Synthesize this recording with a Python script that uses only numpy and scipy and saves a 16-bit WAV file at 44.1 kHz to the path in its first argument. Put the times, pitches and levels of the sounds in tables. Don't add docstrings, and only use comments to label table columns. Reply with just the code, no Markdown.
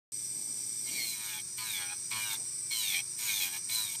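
import sys
import numpy as np
from scipy import signal
from scipy.fft import rfft, irfft
from scipy.io import wavfile
from scipy.ndimage import uniform_filter1d

SR = 44100
rng = np.random.default_rng(int(sys.argv[2]) if len(sys.argv) > 2 else 0)


def put_to_file(sound):
    columns = np.atleast_2d(sound).T
    safe = np.clip(columns, -1, 1)
    whole_steps = np.round(safe * 32767)
    wavfile.write(sys.argv[1], SR, whole_steps.astype(np.int16))


N = 176400
T = np.arange(N) / SR

# t/s, then relative level/dB of buzz, rasp and dust
STROKE_LEVELS = [
    [(0.82, -74, -98, -69), (0.876, -65, -45, -52.5), (0.98, -78, -43.5, -46), (1.108, -65, -49.5, -44.5),
     (1.202, -55.5, -45, -52.5), (1.26, -51, -44.5, -46), (1.38, -55.5, -47, -49), (1.404, -72, -46.5, -57),
     (1.43, -77, -74, -47)],
    [(1.565, -74, -68, -43), (1.585, -53.5, -38, -48), (1.623, -48, -43.5, -49), (1.661, -51.5, -46, -46.5),
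     (1.747, -55, -43, -43.5), (1.821, -45.5, -41, -51), (1.883, -55, -50, -59), (1.933, -46.5, -47, -62),
     (1.97, -82, -61, -71)],
    [(2.095, -80, -65, -49), (2.115, -46, -37, -49.5), (2.187, -44, -38.5, -47), (2.237, -52, -37, -46),
     (2.263, -45.5, -52, -47.5), (2.331, -49.5, -40, -44), (2.339, -45, -47, -40), (2.357, -58, -48, -51),
     (2.385, -56, -59, -60)],
    [(2.695, -72, -55, -60), (2.717, -59, -39.5, -47), (2.793, -58.5, -47, -40.5),
     (2.843, -59.5, -39, -43.5), (2.923, -58.5, -41, -40.5), (2.949, -59, -37, -42.5),
     (2.977, -60, -38, -46), (3.003, -58, -41.5, -48), (3.03, -84, -58, -73)],
    [(3.17, -85, -65, -51), (3.194, -60, -43, -45.5), (3.284, -53, -38.5, -39.5),
     (3.39, -57.5, -43.5, -40.5), (3.436, -54, -36, -37.5), (3.486, -50.5, -44, -44), (3.5, -60, -50, -51),
     (3.566, -50, -38, -45), (3.61, -77, -75, -63)],
    [(3.68, -80, -70, -59), (3.696, -53, -35, -46), (3.742, -55.5, -43.5, -40), (3.812, -49.5, -48, -41.5),
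     (3.878, -57, -48.5, -47.5), (3.936, -70, -55, -47), (3.958, -58, -45.5, -48), (3.968, -86, -96, -66),
     (3.98, -82, -67, -68)],
]
# f/Hz, level/dB
NAIL_RESPONSE = [(1200, -30.5), (1950, -15.5), (2200, -2), (2420, 1.5), (2640, -12.5), (2900, -16),
                 (3300, -4.5), (3700, -8), (4500, -10.5), (6000, -22), (9000, -45)]


def amp(db):
    return 10 ** (np.asarray(db) / 20)


def unit(x):
    return x / np.sqrt(np.mean(x ** 2) + 1e-20)


def noise():
    return rng.standard_normal(N)


def drift(hz):
    rolloff = 1 + (np.fft.rfftfreq(N, 1 / SR) / hz) ** 4
    return unit(irfft(rfft(noise()) / rolloff, N))


def swell(at, width):
    return np.exp(-.5 * ((T - at) / width) ** 2)


def colour(x, response):
    f, db = np.transpose(response)
    bin_hz = abs(np.fft.fftfreq(4096, 1 / SR))
    log_gain = np.log(amp(np.interp(np.log(bin_hz + 1), np.log(f), db)))
    impulse_response = np.fft.ifft(np.exp(np.conj(signal.hilbert(log_gain)))).real[:2048]
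    return signal.fftconvolve(x, impulse_response)[:N]


def ringing(x, t60_s=.06, tail_share=.55):
    t = np.arange(1, 3000) / SR
    tail = rng.standard_normal(len(t)) * amp(-60 * t / t60_s)
    tail *= np.sqrt(tail_share) / np.linalg.norm(tail)
    return signal.fftconvolve(x, np.r_[np.sqrt(1 - tail_share), tail])[:N]


def whine(angle, loaded):
    # multiple of the shaft speed, relative level/dB
    bearings = [(9.875, -4.5), (13.17, -2), (16.47, -2.5), (19.75, -10.5), (29.25, -12), (35.85, -0.5),
                (36.39, -20), (41.65, -2.5), (46.14, 1.5), (55.64, 0.5), (61.19, 3), (64.98, 4.5),
                (65.82, 4.5), (66.31, -3), (69.72, -1), (75.22, -3.5)]
    # f/Hz, level/dB
    handpiece = [(100, -33), (700, -26), (1300, -20.5), (1900, -21.5), (2300, -13), (2750, -26),
                 (3600, -17), (4500, -13), (5100, -6.5), (5600, -7.5), (5880, -1), (6300, -17), (6900, -12),
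                 (7600, -8.5), (8100, 3), (8450, 7.5), (8750, 5), (9300, -6), (10500, -12.5), (12500, -21),
                 (15500, -21.5)]
    # f/Hz, level/dB
    free_run = [(100, -14), (4000, 2), (6000, 0), (7300, 6.5), (7900, -0.5), (8130, -8), (8300, -2),
                (8440, 0), (8640, -17), (9000, -1), (9350, -1.5), (10400, 3), (11500, 4.5), (13000, 4.5),
                (15500, 3)]
    # t/s, relative level/dB
    envelope = [(0.13, -39), (0.86, -38), (1.28, -42.5), (2.19, -39.5), (2.4, -39.5), (2.41, -40.5),
                (2.43, -39.5), (2.68, -39), (2.75, -38), (2.95, -39.5), (2.97, -35), (3.02, -40.5),
                (3.43, -39.5), (3.45, -41.5), (3.72, -39), (3.75, -36), (3.89, -40.5), (4.0, -38.5)]
    tones = sum(amp(db - 7.5) * np.cos(k * angle + rng.uniform(0, 2 * np.pi)) for k, db in bearings)
    orders = np.arange(16, 140, .9) + rng.random(138)
    partials = sum(amp(rng.uniform(-11.5, 11.5)) * np.cos(k * (angle + 99 * rng.random()))
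                   for k in orders)
    rolling = ringing(noise()) * amp(10.5 - 3 * loaded)
    drive = tones * amp(1 - 2.8 * loaded) + unit(partials) * amp(3 - 6.1 * loaded) + rolling
    rattle = np.exp(.23 * (.12 + .19 * loaded) * drift(hz=119))
    body = colour(drive * rattle, handpiece)
    body = loaded * body + (1 - loaded) * colour(body, free_run)
    body /= np.sqrt(uniform_filter1d(body ** 2, size=4000))
    return body * amp(1 + np.interp(T, *np.transpose(envelope)))


def room(noise_db=-63.5):
    # f/Hz, rms level/dB
    hum_tones = [(119, -67.5), (360.3, -69)]
    # f/Hz, relative level/dB
    room_spectrum = [(20, -10), (45, -5.5), (110, 2), (170, 3.5), (300, -2.5), (450, -14), (900, -14.5),
                     (3000, -33), (16000, -62)]
    # t/s, Gaussian width/s, level/dB
    rustles = [(0.482, 0.19, -61), (.97, 0.085, -55.5), (2.332, .05, -64), (2.407, 0.021, -57),
               (3.45, 0.035, -64)]
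    # f/Hz, relative level/dB
    rustle_spectrum = [(40, -52), (120, -7), (300, -1.5), (500, -12), (800, -13), (1500, -23), (5000, -38)]
    hum = sum(amp(db) * np.sqrt(2) * np.sin(2 * np.pi * (hz * T + rng.random())) for hz, db in hum_tones)
    movement = sum(amp(db) * swell(at, width) for at, width, db in rustles)
    hands = movement * unit(colour(noise(), rustle_spectrum))
    return amp(noise_db) * unit(colour(noise(), room_spectrum)) + hum + hands


def scrape(angle, grit, depth, flutes=9, flute_db=10.5):
    knots_s = np.arange(0, T[-1] + .1, .06)
    buzz = np.zeros(N)
    for k in range(1, 50):
        strength = np.interp(T, knots_s, np.exp(.6 * rng.standard_normal(len(knots_s))))
        buzz += amp(flute_db * (k == flutes)) * strength * np.cos(k * angle + 2 * np.pi * rng.random())
    return unit(buzz) + grit * unit(noise() * np.exp(depth * np.cos(angle)))


def grinding(angle):
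    # f/Hz, level/dB
    buzz_response = [(60, -22), (110, 2), (200, -11.5), (500, -15), (680, -13), (830, 0), (1030, 2),
                     (1270, -1), (1420, 1.5), (1650, 5), (1900, -0.5), (2300, -49), (3500, -37)]
    # f/Hz, relative level/dB
    dust_spectrum = [(1000, -20.5), (2600, -3), (3400, 1.5), (4500, 3), (5700, 3), (6500, 7.5), (7500, 1.5),
                     (8500, -4), (10000, 2.5), (11700, 2), (13400, 9.5), (14200, 4.5), (15500, -20)]
    gains = np.zeros((3, N))
    for stroke in STROKE_LEVELS:
        times, *levels = np.transpose(stroke)
        contact = np.clip(np.minimum(T - times[0], times[-1] - T) / .018, 0, 1)
        gains += [contact * amp(np.interp(T, times, db)) for db in levels]
    buzz_gain, rasp_gain, dust_gain = gains
    buzz = unit(colour(scrape(angle, grit=.35, depth=.27), buzz_response))
    rasp = unit(colour(ringing(scrape(angle, grit=.5, depth=.24)), NAIL_RESPONSE))
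    rasp *= amp(1.7 * drift(hz=39.6))
    puffs = noise() * np.exp(.32 * np.cos(angle) + .058 * drift(hz=600))
    dust = unit(colour(ringing(puffs), dust_spectrum))
    return buzz_gain * buzz + rasp_gain * amp(-1) * rasp + dust_gain * amp(3.5) * dust


def squeals(angle):
    # t/s, Gaussian width/s, multiple of the shaft speed, relative level/dB
    catches = [(.99, .035, 18, -42), (1.05, .07, 36, -41), (1.33, .07, 36, -51), (1.74, .07, 36, -43),
               (1.74, .04, 23, -45), (1.91, .025, 27, -47), (2.73, .03, 36, -44), (2.24, .06, 27, -47),
               (2.32, .06, 36, -44), (2.79, .08, 27, -44), (2.965, .022, 27, -35), (2.88, .1, 36, -40),
               (2.86, .08, 63, -47), (3.38, .06, 36, -39), (3.435, .025, 27, -41), (3.29, .07, 63, -42),
               (3.78, .07, 36, -38)]
    pressed = sum(1. * ((T > stroke[0][0] + .015) & (T < stroke[-1][0] - .025))
                  for stroke in STROKE_LEVELS)
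    contact = uniform_filter1d(pressed, size=400)
    sidebands = 1 + .6 * np.cos(angle) + .35j * np.sin(angle) + .3j * np.sin(2 * angle)
    out = np.zeros(N)
    for at, width, order, db in catches:
        flutter = 1 + .012 * order * (drift(hz=60) + 1j * drift(hz=60))
        tone = unit((flutter * sidebands * np.exp(1j * order * angle)).real)
        out += amp(db + 1.5) * swell(at, width) * tone
    return contact * out


def flares():
    # t/s, Gaussian width/s, f/Hz, level/dB
    bursts = [(1.86, .04, 8750, -43), (2.415, 0.0056, 8400, -34), (2.57, 0.056, 8020, -46)]
    return sum(amp(db) * swell(at, width) * np.sqrt(2) * drift(hz=110) * np.cos(2 * np.pi * hz * T)
               for at, width, hz, db in bursts)


def knocks(decay_s=.0012):
    # t/s, peak level/dB
    impacts = [(2.116, -26.5), (2.124, -27), (2.132, -26.5)]
    out = np.zeros(N)
    for at, db in impacts:
        burst = noise() * (T > at) * np.exp(-abs(T - at) / decay_s)
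        knock = colour(burst, NAIL_RESPONSE)
        out += amp(db) * knock / abs(knock).max()
    return out


def scene(first_load_s=.99):
    # t/s, f/Hz
    shaft_speed = [(0.0, 128.1), (0.8, 128.1), (0.88, 126.8), (0.97, 123.8), (1.05, 116.4), (1.13, 111.3),
                   (1.23, 105.4), (1.35, 94.8), (1.4, 92.9), (1.5, 106.0), (1.58, 112.7), (1.63, 112.5),
                   (1.69, 107.3), (1.78, 92.7), (1.89, 89.3), (1.95, 92.0), (2.04, 106.0), (2.11, 112.3),
                   (2.24, 107.0), (2.34, 99.4), (2.38, 102.7), (2.47, 113.5), (2.56, 120.0), (2.65, 121.5),
                   (2.7, 118.3), (2.8, 111.2), (2.88, 100.4), (2.96, 86.3), (3.01, 90.3), (3.1, 103.0),
                   (3.19, 110.5), (3.28, 106.5), (3.37, 98.4), (3.42, 91.0), (3.5, 87.2), (3.58, 92.3),
                   (3.69, 111.8), (3.75, 113.0), (3.82, 109.3), (3.9, 100.6), (3.95, 101.4), (4.0, 107.0)]
    loaded = np.clip((T - first_load_s) / .11 + .5, 0, 1)
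    speed_hz = np.interp(T, *np.transpose(shaft_speed))
    wobble_hz = drift(hz=35.64) * (.079 + .47 * loaded)
    angle = 2 * np.pi * np.cumsum(speed_hz + wobble_hz) / SR
    return (whine(angle, loaded) + grinding(angle) + squeals(angle) + knocks() + flares() + room())[None]


def record(dry, start_s=.12, cutoff_hz=15450):
    lowpass = signal.firwin(511, cutoff_hz, window=("kaiser", 9), fs=SR)
    return signal.oaconvolve(dry * (T > start_s), lowpass[None], "same")


dry = scene()
out = record(dry)
put_to_file(out)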